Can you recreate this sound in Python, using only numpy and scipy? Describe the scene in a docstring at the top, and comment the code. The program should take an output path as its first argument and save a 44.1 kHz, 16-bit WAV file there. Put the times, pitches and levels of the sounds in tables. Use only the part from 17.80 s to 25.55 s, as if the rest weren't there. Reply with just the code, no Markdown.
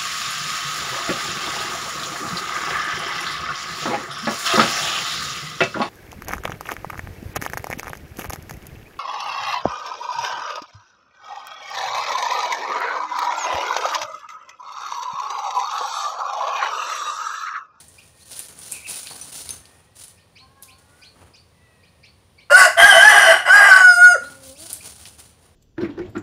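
"""Rooster crowing in a back yard

A rooster crows close by: three rasping syllables, the last settling on a clean held note, then a soft groan.
Its voice is built from harmonics, with rough noise where the voice box turns chaotic.
Feet scratch leaves and gravel (tiny noise grains, snaps, ringing clinks), a chick peeps and a hen moans
(gliding tones), and other roosters call far away. The yard echoes over air noise and a low rumble.
The crow overloads the microphone, which flattens its peaks."""
import sys
import numpy as np
from scipy import signal
from scipy.fft import rfft, irfft, next_fast_len
from scipy.io import wavfile

SR = 44100
rng = np.random.default_rng(int(sys.argv[2]) if len(sys.argv) > 2 else 0)


def store_wav(level_fs):
    """Save 16-bit WAV to argv[1]."""
    pcm = np.round(np.clip(np.atleast_2d(level_fs), -1, 1) * 32767)
    wavfile.write(sys.argv[1], SR, pcm.T.astype(np.int16))


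N = 341775
TIME = np.arange(N) / SR   # seconds


def from_db(db):
    """Turn decibels into gain."""
    return 10 ** (np.asarray(db) / 20)


def unit_power(x):
    """Scale a sound to an average power of 1."""
    return x / np.sqrt(np.mean(x ** 2) + 1e-20)


def in_time(rows):
    """Draw each column of a table as a curve over time; the first column is the time."""
    s, *columns = np.transpose(rows)
    return [np.interp(TIME, s, column) for column in columns]


def during(rows, fade_s=0.0068):
    """Give 1 from the first row's time to the last row's, with soft ends, and 0 elsewhere."""
    from_nearest_end = np.minimum(TIME - rows[0][0], rows[-1][0] - TIME)
    return np.clip(from_nearest_end / fade_s, 0, 1)


def arch(start, length):
    """Swell and fade once, as half a sine wave."""
    return np.sin(np.pi * np.clip((TIME - start) / length, 0, 1))


def drift(rate_hz):
    """Wander smoothly at random around zero, with a spread of 1; white noise loses its fast changes."""
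    r = np.exp(-2 * np.pi * rate_hz / SR)
    noise = rng.standard_normal(N + SR // 2)
    # the extra half second lets the filter get going
    return unit_power(signal.lfilter([1], [1, -2 * r, r * r], noise)[-N:])


def colour(x, spectrum):
    """Shape a sound by a (pitch_hz, level_db) table, falling 20 dB an octave beyond its ends; unit power."""
    size = next_fast_len(N)
    octave = np.log2(np.maximum(np.arange(size // 2 + 1) * SR / size, 1))
    hz, db = np.transpose(spectrum)
    beyond = np.abs(octave - np.clip(octave, np.log2(hz[0]), np.log2(hz[-1])))
    gain = from_db(np.interp(octave, np.log2(hz), db) - 20 * beyond)
    return unit_power(irfft(rfft(x, size) * gain, size)[:N])


def band(x, low_hz, high_hz):
    """Keep only the pitches between two limits."""
    limits = [low_hz, min(high_hz, .45 * SR)]
    return signal.sosfilt(signal.butter(2, limits, "band", fs=SR, output="sos"), x + 1e-18)


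def turn(hz):
    """Add up a pitch curve into the angle of a vibration."""
    return 2 * np.pi * np.cumsum(hz) / SR


def stack(phase, overtones, gate):
    """Add sine waves at multiples of one vibration, heard where the gate is open."""
    out, on = np.zeros(N), gate > 0
    out[on] = sum(from_db(db) * np.sin(multiple * phase[on]) for multiple, db in overtones)
    return out * gate


def add(out, s, sound):
    """Mix a short sound in at a given second."""
    start = max(round(s * SR), 0)
    out[start:start + len(sound)] += sound[:N - start]


def resonance(hz, width_hz):
    """Make noise ring around a centre pitch that may move: two random swings at right angles."""
    phase = turn(hz)
    return drift(width_hz) * np.cos(phase) + drift(width_hz) * np.sin(phase)


def soft_call(rows, overtones, jitter):
    """Sound a quiet voice whose pitch and level follow a table and waver slightly."""
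    hz, db = in_time(rows)
    phase = turn(hz * (1 + jitter * drift(130)))
    return from_db(db + 2 * drift(36)) * stack(phase, overtones, during(rows))


# tone colour of the air: pitch_hz, level_db
AIR_COLOUR = [(15, -47.5), (25, -22), (96, -8), (178, -3), (289, -11.5), (551, -7), (598, -11.5),
              (996, -13.5), (1110, -12), (1340, -18.5), (3930, -19.5), (7910, -29), (9290, -19),
              (11500, -34), (15500, -31.5)]
# tone colour of the rumble: pitch_hz, level_db
RUMBLE_COLOUR = [(25, -30.5), (55, -12), (85, 0.5), (130, -10), (220, -18.5), (400, -45)]
# swells of the rumble: start_s, length_s, level_db
RUMBLE_SWELLS = [(1.55, 0.33, -56), (3.36, 0.16, -57), (6.3, 1.45, -60)]


def outdoors(air_db=-59.5, rumble_db=-60):
    """Coloured noise for the air, over a low rumble that swells now and then."""
    rumble_level = from_db(rumble_db) + sum(from_db(db) * arch(s, length) for s, length, db in RUMBLE_SWELLS)
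    air = from_db(air_db) * colour(rng.standard_normal(N), AIR_COLOUR)
    return air + rumble_level * colour(rng.standard_normal(N), RUMBLE_COLOUR)


def stroke(start, length, hump_db=5.0, rise_share=0.33, settle_db_per_s=221):
    """A foot digs in over a share of the stroke, presses hardest midway, and the leaves settle after it."""
    age = TIME - start
    settle_db = np.clip(settle_db_per_s * (age - length), 0, 100)
    rise = np.clip(age / (rise_share * length), 0, 1)
    return rise * from_db(hump_db * (arch(start, length) - 1.55) - settle_db)


# strokes of the feet, levels before the overall gains: start_s, length_s, crackle_db, scuff_db
SCRATCH_STROKES = [(0.0, 0.0082, -42.5, -49), (0.017, 0.3, -53.5, -60), (0.324, 0.22, -53.5, -78),
                   (0.452, 0.22, -37.5, -48), (0.654, 0.16, -52, -49.5), (0.764, 0.18, -42, -57.5),
                   (0.847, 0.21, -45, -51), (1.05, 0.11, -32.5, -45), (1.098, 0.18, -39.5, -52.5),
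                   (1.21, 0.54, -41, -48), (1.298, 0.022, -36, -39), (1.494, 0.13, -37, -53),
                   (1.691, 0.011, -39.5, -40), (1.733, 0.3, -58.5, -53.5), (2.142, 0.12, -42, -54.5),
                   (2.269, .03, -49, -59), (2.818, 0.028, -42.5, -65), (2.977, 0.024, -52.5, -61),
                   (3.02, 0.31, -61, -58), (3.329, 0.17, -60, -47.5), (6.352, 0.26, -46.5, -48),
                   (6.619, 0.11, -41.5, -58.5), (6.762, 0.14, -39, -52), (6.876, 0.093, -39, -48),
                   (7.006, 0.12, -37.5, -45), (7.129, 0.21, -45, -51.5), (7.375, 0.045, -43.5, -49),
                   (7.42, 0.1, -57.5, -62.5), (7.577, 0.1, -59, -57)]
# tone colour of crackling leaves: pitch_hz, level_db
LEAF_COLOUR = [(710, -13), (1200, -28), (1500, -10), (1650, -19), (2410, -14.5), (2770, -10.5), (4430, -4),
               (5140, -6), (7020, -4.5), (8330, -6), (9470, 4.5), (10300, -3.5), (11600, -13.5),
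               (15500, -11.5)]
# tone colour of scuffed soil: pitch_hz, level_db
SOIL_COLOUR = [(76, -15.5), (130, 3.5), (610, -2), (772, -2), (907, -4.5), (1010, -2), (2500, -11.5),
               (3250, -14), (5500, -120)]


def scratching(grains_per_s=3000, crumb_share=0.41, crackle_db=1.5, scuff_db=-2.5):
    """Dry leaves crumple in clumps of tiny cracks while the feet scuff the soil beneath."""
    crackle, scuff = sum(from_db(levels_db)[:, None] * stroke(s, length)
                         for s, length, *levels_db in SCRATCH_STROKES)
    # the chance of a crack wanders, so cracks come in clumps
    born = rng.random(N) < grains_per_s * from_db(4.5 * drift(50)) / SR
    grains = born * rng.choice([-1, 1], N)
    crumbs = grains * (rng.random(N) < crumb_share)
    leaves = from_db(crackle_db) * crackle * colour(grains, LEAF_COLOUR)
    soil = from_db(scuff_db) * scuff * colour(crumbs, SOIL_COLOUR)
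    return leaves + soil


# far roosters, one list a call, levels before the overall gain: time_s, pitch_hz, level_db
FAR_CROWS = [
    [(0, 623, -63), (.3, 622, -65), (.6, 607, -55.5), (.85, 580, -76)],
    [(1.78, 595, -62), (1.97, 622, -60), (2.15, 642, -70), (2.4, 604, -64), (2.6, 617, -74)],
    [(2.68, 525, -73), (2.8, 555, -65), (2.92, 479, -73), (3.1, 478, -59.5), (3.24, 505, -58),
     (3.32, 504, -78)],
    [(3.7, 673, -74), (3.85, 658, -56.5), (4.05, 621, -61), (4.28, 615, -72)],
]
# their overtones: multiple of the pitch, level_db
FAR_OVERTONES = [(1, -12), (2, -15), (3, 0), (4, -6)]


def far_roosters():
    """Distant crows, each a few overtones gliding on one pitch curve."""
    return from_db(-4.0) * sum(soft_call(rows, FAR_OVERTONES, jitter=0.015) for rows in FAR_CROWS)


# twigs and leaves snapping, levels before the overall gains: start_s, crack_db, crack_hz, knock_db, knock_hz
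SNAPS = [(0.0827, -23.5, 8700, -58, 5520), (0.5312, -24, 9300, -19, 4440), (0.5926, -8, 9600, -18, 4250),
         (0.6848, -22, 9400, -26.5, 3350), (0.7896, -18.5, 9300, -31, 3660), (0.9168, -15, 9500, -27, 800),
         (0.9214, -4.5, 9650, -42, 2660), (1.0684, -33, 9600, -32, 2560), (1.0974, -7.5, 9300, -22, 5800),
         (1.271, -22, 9300, -13, 3450), (1.311, -34, 9400, -11, 786), (1.5644, -22, 9300, -34, 4340),
         (1.6916, -14, 9000, -12, 5100), (1.8552, -31, 9250, -27, 4330), (2.2373, -18.5, 9200, -25, 6000),
         (2.281, -25, 9200, -45, 5130), (2.825, -22, 11100, -43, 1070), (6.6787, -28, 14000, -32, 3430),
         (6.8044, -21, 9320, -36, 5700), (6.9299, -3.5, 9800, -45, 6040), (7.2549, -38, 9300, -18, 3830),
         (7.4016, -26, 9900, -29.5, 3114)]


def snaps(crack_s=0.00054, splinter_s=0.014, splinter_db=-13, crack_gain_db=-1.5, knock_gain_db=-3.5):
    """A sharp crack, a short spray of splinters, and the knock of the twig itself, all from one noise burst."""
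    out, t = np.zeros(N), TIME[:SR // 10]
    for s, crack_db, crack_hz, knock_db, knock_hz in SNAPS:
        fading = np.exp(-t / crack_s) + from_db(splinter_db) * np.exp(-t / splinter_s)
        burst = rng.standard_normal(len(t)) * fading
        crack = from_db(crack_db + crack_gain_db) * band(burst, crack_hz / 1.22, crack_hz * 1.145)
        knock = from_db(knock_db + knock_gain_db) * band(burst, knock_hz / 1.7, knock_hz * 1.43)
        add(out, s, crack + knock)
    return out


# chick peeps: start_s, low_note_db, high_note_db, octave_db (added to the shape's), pitch_ratio
PEEPS = [(0.178, -39.5, -67, -3.5, 1.07), (0.369, -70, -55, -3, 0.99), (1.249, -45, -43, -13, 1.02),
         (1.665, -48, -69, -6, .94), (2.371, -53, -66, -0.5, 1.05), (2.555, -46.5, -50, 2.5, 1.0),
         (2.878, -46.5, -55, -2, 1.02), (3.216, -47, -48, 4, 1.005), (3.536, -52, -54.5, 9.5, 1.06),
         (4.028, -51, -64, -0.5, 1.01), (4.231, -45, -56.5, 2, 1.03), (4.579, -43.5, -59.5, -1, .99),
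         (6.399, -63, -49.5, 11, .96), (6.751, -53.5, -49, 6, 1.08), (7.0, -36, -91, -1, 1.01)]
# the flip inside every peep, pitch before the ratio: time_s from its start, pitch_hz, level_db,
# octave_db, high_note_share (0-1)
PEEP_SHAPE = [(0, 2230, -13, 4, 0.35), (.010, 2357, 1.5, -5.5, .05), (.021, 2550, 1, -5.5, 0.51),
              (.029, 3157, 0, -14.5, .45), (.036, 3980, 0, -21.5, 0.8), (.06, 4330, 2.5, -28, 1),
              (.08, 4430, -4, -17, 1), (.1, 4180, -23, -21, 0.98)]
# the trill, its pitch before a factor of 0.95 and its level before 2 dB of gain: time_s, pitch_hz, level_db
TRILL = [(.90, 2670, -69), (.925, 2680, -43.5), (.965, 2664, -40), (1.0, 2576, -51), (1.035, 2500, -51),
         (1.065, 2643, -32.5), (1.09, 2460, -67), (1.15, 2625, -40)]


def chick(trill_hz=42, trill_depth=0.013, crack=0.058):
    """Peeps flip up by nearly an octave and turn hoarse at the break; the trill is a fast warble."""
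    out = np.zeros(N)
    s, *columns = np.transpose(PEEP_SHAPE)
    t = np.arange(0, s[-1], 1 / SR)
    hz, db, octave_db, high = [np.interp(t, s, column) for column in columns]
    # hoarsest halfway between the low and the high note
    hoarse = .3 + 4 * high * (1 - high)
    quivers = drift(350)[:len(PEEPS) * len(t)].reshape(len(PEEPS), len(t))
    for (start, low_db, high_db, own_octave_db, ratio), quiver in zip(PEEPS, quivers):
        phase = turn(hz * ratio * (1 + crack * hoarse * quiver))
        level = from_db(db + low_db + high * (high_db - low_db))
        octave = from_db(octave_db + own_octave_db) * np.sin(2 * phase)
        add(out, start, level * (np.sin(phase) + octave))
    hz, db = in_time(TRILL)
    warble = 1 + trill_depth * np.sin(2 * np.pi * trill_hz * TIME) + .06 * drift(222)
    return out + from_db(db) * stack(turn(hz * warble), [(0.95, 2)], during(TRILL))


# hard bits in the gravel: start_s, level_db, pitch_ratio
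CLINKS = [(1.413, -28, .94), (1.706, -22.5, 0.99)]
# ringing tones of a bit, before the ratio: pitch_hz, level_db, time to fade by 60 dB in s
CLINK_TONES = [(2720, -21, 0.082), (6380, -2, 0.052), (9500, -3, 0.088), (10620, -1, 0.045),
               (12440, -31, 0.13), (14300, -32, 0.19)]


def clinks():
    """Small hard pieces ring when they are kicked: a few tones that start at once and fade."""
    out, t = np.zeros(N), TIME[:SR // 3]
    for s, level_db, ratio in CLINKS:
        ringing = sum(from_db(level_db + db - 60 * t / fade_s) * np.sin(2 * np.pi * hz * ratio * t)
                      for hz, db, fade_s in CLINK_TONES)
        add(out, s, ringing)
    return out


# the hen's moan: time_s, pitch_hz, level_db
MOAN = [(2.6, 256, -59), (2.7, 271, -66), (2.8, 274, -59.5), (2.92, 258.7, -62), (3.0, 275.4, -65.5),
        (3.15, 290, -72), (3.35, 294, -71)]
# its overtones: multiple of the pitch, level_db
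MOAN_OVERTONES = [(1, -3), (2, -25), (3, -2.5), (4, 2), (5, -12), (6, -7.5)]


def hen_moan():
    """A hen's soft low voice, built from overtones of one pitch."""
    return soft_call(MOAN, MOAN_OVERTONES, jitter=0.012)


# the crow's syllables: start_s, end_s, attack_s, release_s, level_db, sag in dB per s
SYLLABLES = [(4.698, 4.952, 0.1, 0.1, 0, 29), (4.967, 5.652, 0.062, 0.13, -0.5, 7),
             (5.647, 6.372, .075, 0.039, -1.5, 0)]
RELEASE_DB = 26   # how far a syllable falls over its release


def by_syllable(rows):
    """Hold one row's values for each syllable until the next syllable starts."""
    which = np.searchsorted([row[0] for row in SYLLABLES[1:]], TIME)
    return np.array(rows, float).T[:, which]


def syllable_drive():
    """Each syllable swells, sags and is released; gives its strength and the seconds from its middle."""
    start, end, attack, release, level_db, sag = by_syllable(SYLLABLES)
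    age = np.maximum(TIME - start, 0)
    from_middle = np.clip(TIME, start, end) - (start + end) / 2
    fall_db = RELEASE_DB * np.clip(1 - (end - TIME) / release, 0, 1)
    gate = sum(during([row[:1], row[1:2]], fade_s=0.012) for row in SYLLABLES)
    swell = np.minimum(age / attack, 1) ** .7
    return gate * swell * from_db(level_db - sag * from_middle - fall_db), from_middle


# resonances of windpipe and open beak, one list a syllable, before moving and widening:
# pitch_hz, width_hz, level_db
BEAK_RESONANCES = [
    [(4470, 13, 7.5), (4900, 63, 5.5), (5200, 300, -5), (7650, 32, 1), (7440, 360, -4.5),
     (10000, 110, -3.5), (11800, 64, -10)],
    [(3700, 110, -11.5), (4390, 10, 2.5), (5000, 100, -8), (5930, 29, 2.5), (8315, 80, -7),
     (9630, 34, -1.5), (10200, 33, -11), (9330, 45, 1), (11150, 80, -11.5)],
    [(3727, 23, -9), (4760, 16, 13.5), (5090, 106, -6), (5930, 67, -15.5), (7540, 96, -8.5), (7900, 110, 1),
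     (9000, 59, -15.5), (10050, 58, -13)],
]


def beak_rasp(stretch, widen=1.5, wander=.014, flicker_db=1.0):
    """Each syllable holds neck and beak differently, and rings with its own restless high resonances."""
    out = np.zeros(N)
    for (start, end, *_), resonances in zip(SYLLABLES, BEAK_RESONANCES):
        moving = stretch * (1 + wander * drift(14))
        ringing = 0
        for hz, width, db in resonances:
            level = from_db(db + flicker_db * drift(14)) * np.sqrt(width)
            ringing = ringing + level * resonance(hz * moving, widen * width)
        out += unit_power(ringing) * during([(start,), (end,)])
    return out


# short low notes: the second side of the voice box, and last the main voice dropping as the crow ends:
# start_s, length_s, pitch_hz (at its middle), glide in Hz per s, level_db
LOW_NOTES = [(4.706, 0.034, 593.4, 1499.5, -12), (4.849, 0.04, 647, -10, -19),
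             (4.964, .09, 683.5, 454.5, -13), (5.136, 0.082, 672.7, 451, -12.5),
             (5.463, .07, 656.4, -3, -12), (5.675, 0.025, 603, 499, -22), (6.336, .036, 588.4, -9000, -22)]


def low_notes(jitter=0.02):
    """Notes of the second side of the syrinx, then the main voice's drop; each swells and fades on a glide."""
    out, unsteady = np.zeros(N), 1 + jitter * drift(120)
    for s, length, hz, glide, db in LOW_NOTES:
        phase = turn((hz + glide * (TIME - s - length / 2)) * unsteady)
        gate = arch(s, length) * during([(s,), (s + length,)], fade_s=0.005)
        out += from_db(db) * stack(phase, [(1, 4.0), (2, -14.5), (3, -4.5)], gate)
    return out


# main side of the syrinx (the voice box), one curve a syllable: time_s, pitch_hz, roughness (0-1)
SYRINX = [
    [(4.697, 687, 0.88), (4.733, 705, 0.17), (4.768, 757, 0.2), (4.788, 767, 0.5), (4.82, 745, 0.47),
     (4.88, 701, 0.5)],
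    [(4.97, 756, .95), (5.01, 804.8, 0.9), (5.038, 798.3, 0.3), (5.07, 845, 0.39), (5.135, 751, 0.39),
     (5.205, 765, 0.34), (5.245, 843, 0.41), (5.283, 864, 0.24), (5.305, 835, 0.64), (5.41, 816, .62),
     (5.45, 745, 0.5), (5.50, 780, 0.67), (5.60, 733, 0.87)],
    [(5.68, 727, 0.82), (5.72, 752, 0.08), (5.745, 822, 0.45), (5.87, 805, 0.67), (5.925, 753, 0.3),
     (5.995, 757, 0.41), (6.035, 739, .09), (6.105, 724, 0), (6.15, 702, 0.01), (6.24, 727, .01),
     (6.325, 714, 0.05), (6.36, 663, 0.01)],
]
# level of the main line before choking and gain, one curve a syllable: time_s, level_db
MAIN_LINE = [
    [(4.7, -15), (4.742, -5.5), (4.77, -4), (4.792, -15), (4.816, -1), (4.854, -16.5), (4.886, -27),
     (4.898, -25), (4.95, -31.5)],
    [(4.97, -9.5), (5.044, -4), (5.154, -14.5), (5.282, -2.5), (5.302, -11.5), (5.402, -6), (5.482, -12),
     (5.55, -7), (5.63, -33)],
    [(5.66, -28.5), (5.708, -5.5), (5.902, -10), (5.918, -1.5), (6.13, -13.5), (6.156, -16.5),
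     (6.246, -6.5), (6.31, -10.5), (6.38, -31)],
]
# base levels in each syllable: fundamental_db, half_line_db, upper_resonance_db, overtones_db,
# beak_rasp_db, upper_resonance_hz (at the syllable's middle)
VOWELS = [(-23, -19, -23.5, -17, -18, 2760), (-20.5, -26.5, -20, -23, -20, 3020),
          (-29, -19, -26, -23, -24, 2880)]
# overtones, used here from the fifth up, before gain: multiple of the pitch, level_db
OVERTONES = [(1, -19), (2, 0), (3, -36), (4, -34), (5, -40), (6, -39), (7, -23), (8, -39), (9, -27.5),
             (10, -33), (11, -42.5), (12, -23), (13, -26.5), (14, -35), (15, -43), (16, -42.5), (17, -49),
             (18, -44), (19, -43.5), (20, -48)]
# the throat's colour on the rasp: pitch_hz, level_db
THROAT_COLOUR = [(280, -55.5), (440, -20.5), (540, -18), (690, -3), (850, -6.5), (990, -10), (1150, -3),
                 (1330, -8.5), (1650, 4), (1830, -6.5), (2000, 3.5), (2200, -17), (2500, -16),
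                 (3600, -34.5)]


def crow(jitter=.02, flutter=0.6, doubling=0.21, rasp_db=-8.5, beak_db=-3.0, hiss_db=-9.5, main_db=1.0,
         third_db=-26.0, choke_db=7.0, upper_db=6.0, bright_db=12.5, swell_db=4.0, scatter=0.27,
         flank_hz=780, flank_db_per_hz=0.0523, sink_per_s=.11):
    """Two membranes beat in the syrinx; driven hard they skip cycles and turn chaotic, then settle on one note."""
    pitch, rough = in_time(np.vstack(SYRINX))
    rough = np.clip(rough, .005, 1)
    drive, from_middle = syllable_drive()
    *vowel_db, upper_hz = by_syllable(VOWELS)
    low, half, upper, bright, beak = drive * from_db(vowel_db)
    # the resonances sink as the neck stretches
    stretch = 1 - sink_per_s * from_middle
    upper_hz = upper_hz * stretch
    # roughness drains the main line
    main = from_db(in_time(np.vstack(MAIN_LINE))[0] - choke_db * rough)
    # the fundamental grows as it climbs toward a low throat resonance, and outlasts the other lines
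    low = low * (drive + 1e-4) ** -.35 * from_db(flank_db_per_hz * np.maximum(pitch - flank_hz, 0))
    upper = upper * 1.15 * rough ** 0.33
    beak = beak * rough ** .12
    gate = np.minimum(drive * from_db(RELEASE_DB + 7), 1)
    phase = turn(pitch * (1 + jitter * rough * drift(170) + 0.0014 * drift(60)))
    # alternate cycles grow strong and weak, which puts lines halfway between the harmonics
    alternation = doubling * (1 + .5 * drift(56)) * np.cos(phase / 2)
    beat = 1 + rough * (alternation + flutter * drift(110))
    voiced = np.sqrt(2 - 1.4 * rough ** 2)   # roughness weakens the clear tone

    # the fundamental is set a hair flat of the pitch curve
    tone = low * from_db(4 * drift(19)) * stack(phase, [(0.99, 0)], gate)
    tone += main * stack(phase, [(2, main_db), (3, third_db)], gate)
    tone += half * np.tanh(4 * rough) ** 2.2 * np.sin(phase + phase / 2)
    # the fourth harmonic is strong only while it lies in the upper resonance
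    nearness = 1 / (1 + ((4 * pitch - upper_hz) / 100) ** 2)
    tone += upper * np.tanh(6 * rough + 0.3) * stack(phase, [(4, upper_db)], gate) * nearness
    # uneven closures smear the high overtones, which swell and fade one by one as the head moves
    closure = phase + scatter * rough * drift(300)
    overtones = sum(stack(closure, [row], gate) * from_db(swell_db * drift(11.0)) for row in OVERTONES[4:])
    tone += bright * from_db(bright_db) * (1 - rough) ** 0.43 * overtones

    # turbulent air leaves in one puff a cycle
    puffs = rng.standard_normal(N) * (1 + np.cos(phase)) ** 2
    chaos = from_db(rasp_db) * drive * rough ** 0.73 * colour(puffs, THROAT_COLOUR)
    chaos += from_db(-1.5) * upper * resonance(upper_hz, 190)
    chaos += beak * from_db(beak_db) * beak_rasp(stretch) * (1 + .5 * np.cos(phase))
    breath = unit_power(band(puffs + 2 * rng.standard_normal(N), 5500, 11800))
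    hiss = beak * from_db(hiss_db) * np.sqrt(rough) * breath
    return tone * voiced * beat + chaos * np.tanh(3 * rough) + hiss + low_notes()


# the groan after the crow: time_s, pitch_hz, level_db
GROAN = [(6.41, 253, -49), (6.45, 272.6, -53.5), (6.60, 269, -56), (6.72, 265, -50), (6.77, 285, -67),
         (6.81, 311.6, -52.5), (6.86, 343, -59), (6.9, 338, -70), (7.0, 298, -60)]
# its overtones: multiple of the pitch, level_db
GROAN_OVERTONES = [(1, 3.5), (2, 5.5), (3, -8.5), (4, -11), (5, -16)]


def groan():
    """The rooster's soft low voice after the crow, built from overtones of one pitch."""
    return soft_call(GROAN, GROAN_OVERTONES, jitter=0.01123)


# how long the yard rings: pitch_hz, time to fade by 60 dB in s
YARD_FADE = [(200, 0.18), (1500, 0.37), (5000, 0.33), (14000, 0.33)]


def yard(x, wet_db, first_s=0.0027):
    """Fence slats, trunks and leaves scatter sound into a noisy tail; its lowest band dies soonest."""
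    t, edges = TIME[:SR], np.geomspace(150, 16000, 8)
    hz, fade_s = np.transpose(YARD_FADE)
    tail = np.zeros(SR)
    for low, high in zip(edges, edges[1:]):
        band_fade_s = np.interp(np.sqrt(low * high), hz, fade_s)
        tail += band(rng.standard_normal(SR), low, high) * from_db(-60 * t / band_fade_s)
    # the tail fades in around first_s
    tail *= np.clip(t / first_s - .5, 0, 1)
    return from_db(wet_db) * signal.fftconvolve(x, tail / np.sqrt(np.sum(tail ** 2)))[:N]


def scene():
    """Mix the birds and their feet, in the yard."""
    rooster = crow() + groan()
    feet = scratching() + snaps() + clinks()
    flock = from_db(-0.5) * (chick() + hen_moan())
    far = far_roosters()
    # the farther the source, the more of it arrives as echo
    echo = yard(rooster, wet_db=-8.5) + yard(feet, wet_db=-10.0) + yard(flock + far, wet_db=-5.5)
    return np.array([rooster + feet + flock + far + echo + outdoors()])


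def record(dry, ceiling=1.0, cutoff_hz=15550):
    """The microphone flattens the loudest peaks, and the highest treble is cut."""
    clipped = dry / (1 + (dry / ceiling) ** 12) ** (1 / 12)
    return signal.sosfilt(signal.ellip(10, .1, 70, cutoff_hz, fs=SR, output="sos"), clipped)


dry = scene()
out = record(dry)
store_wav(out)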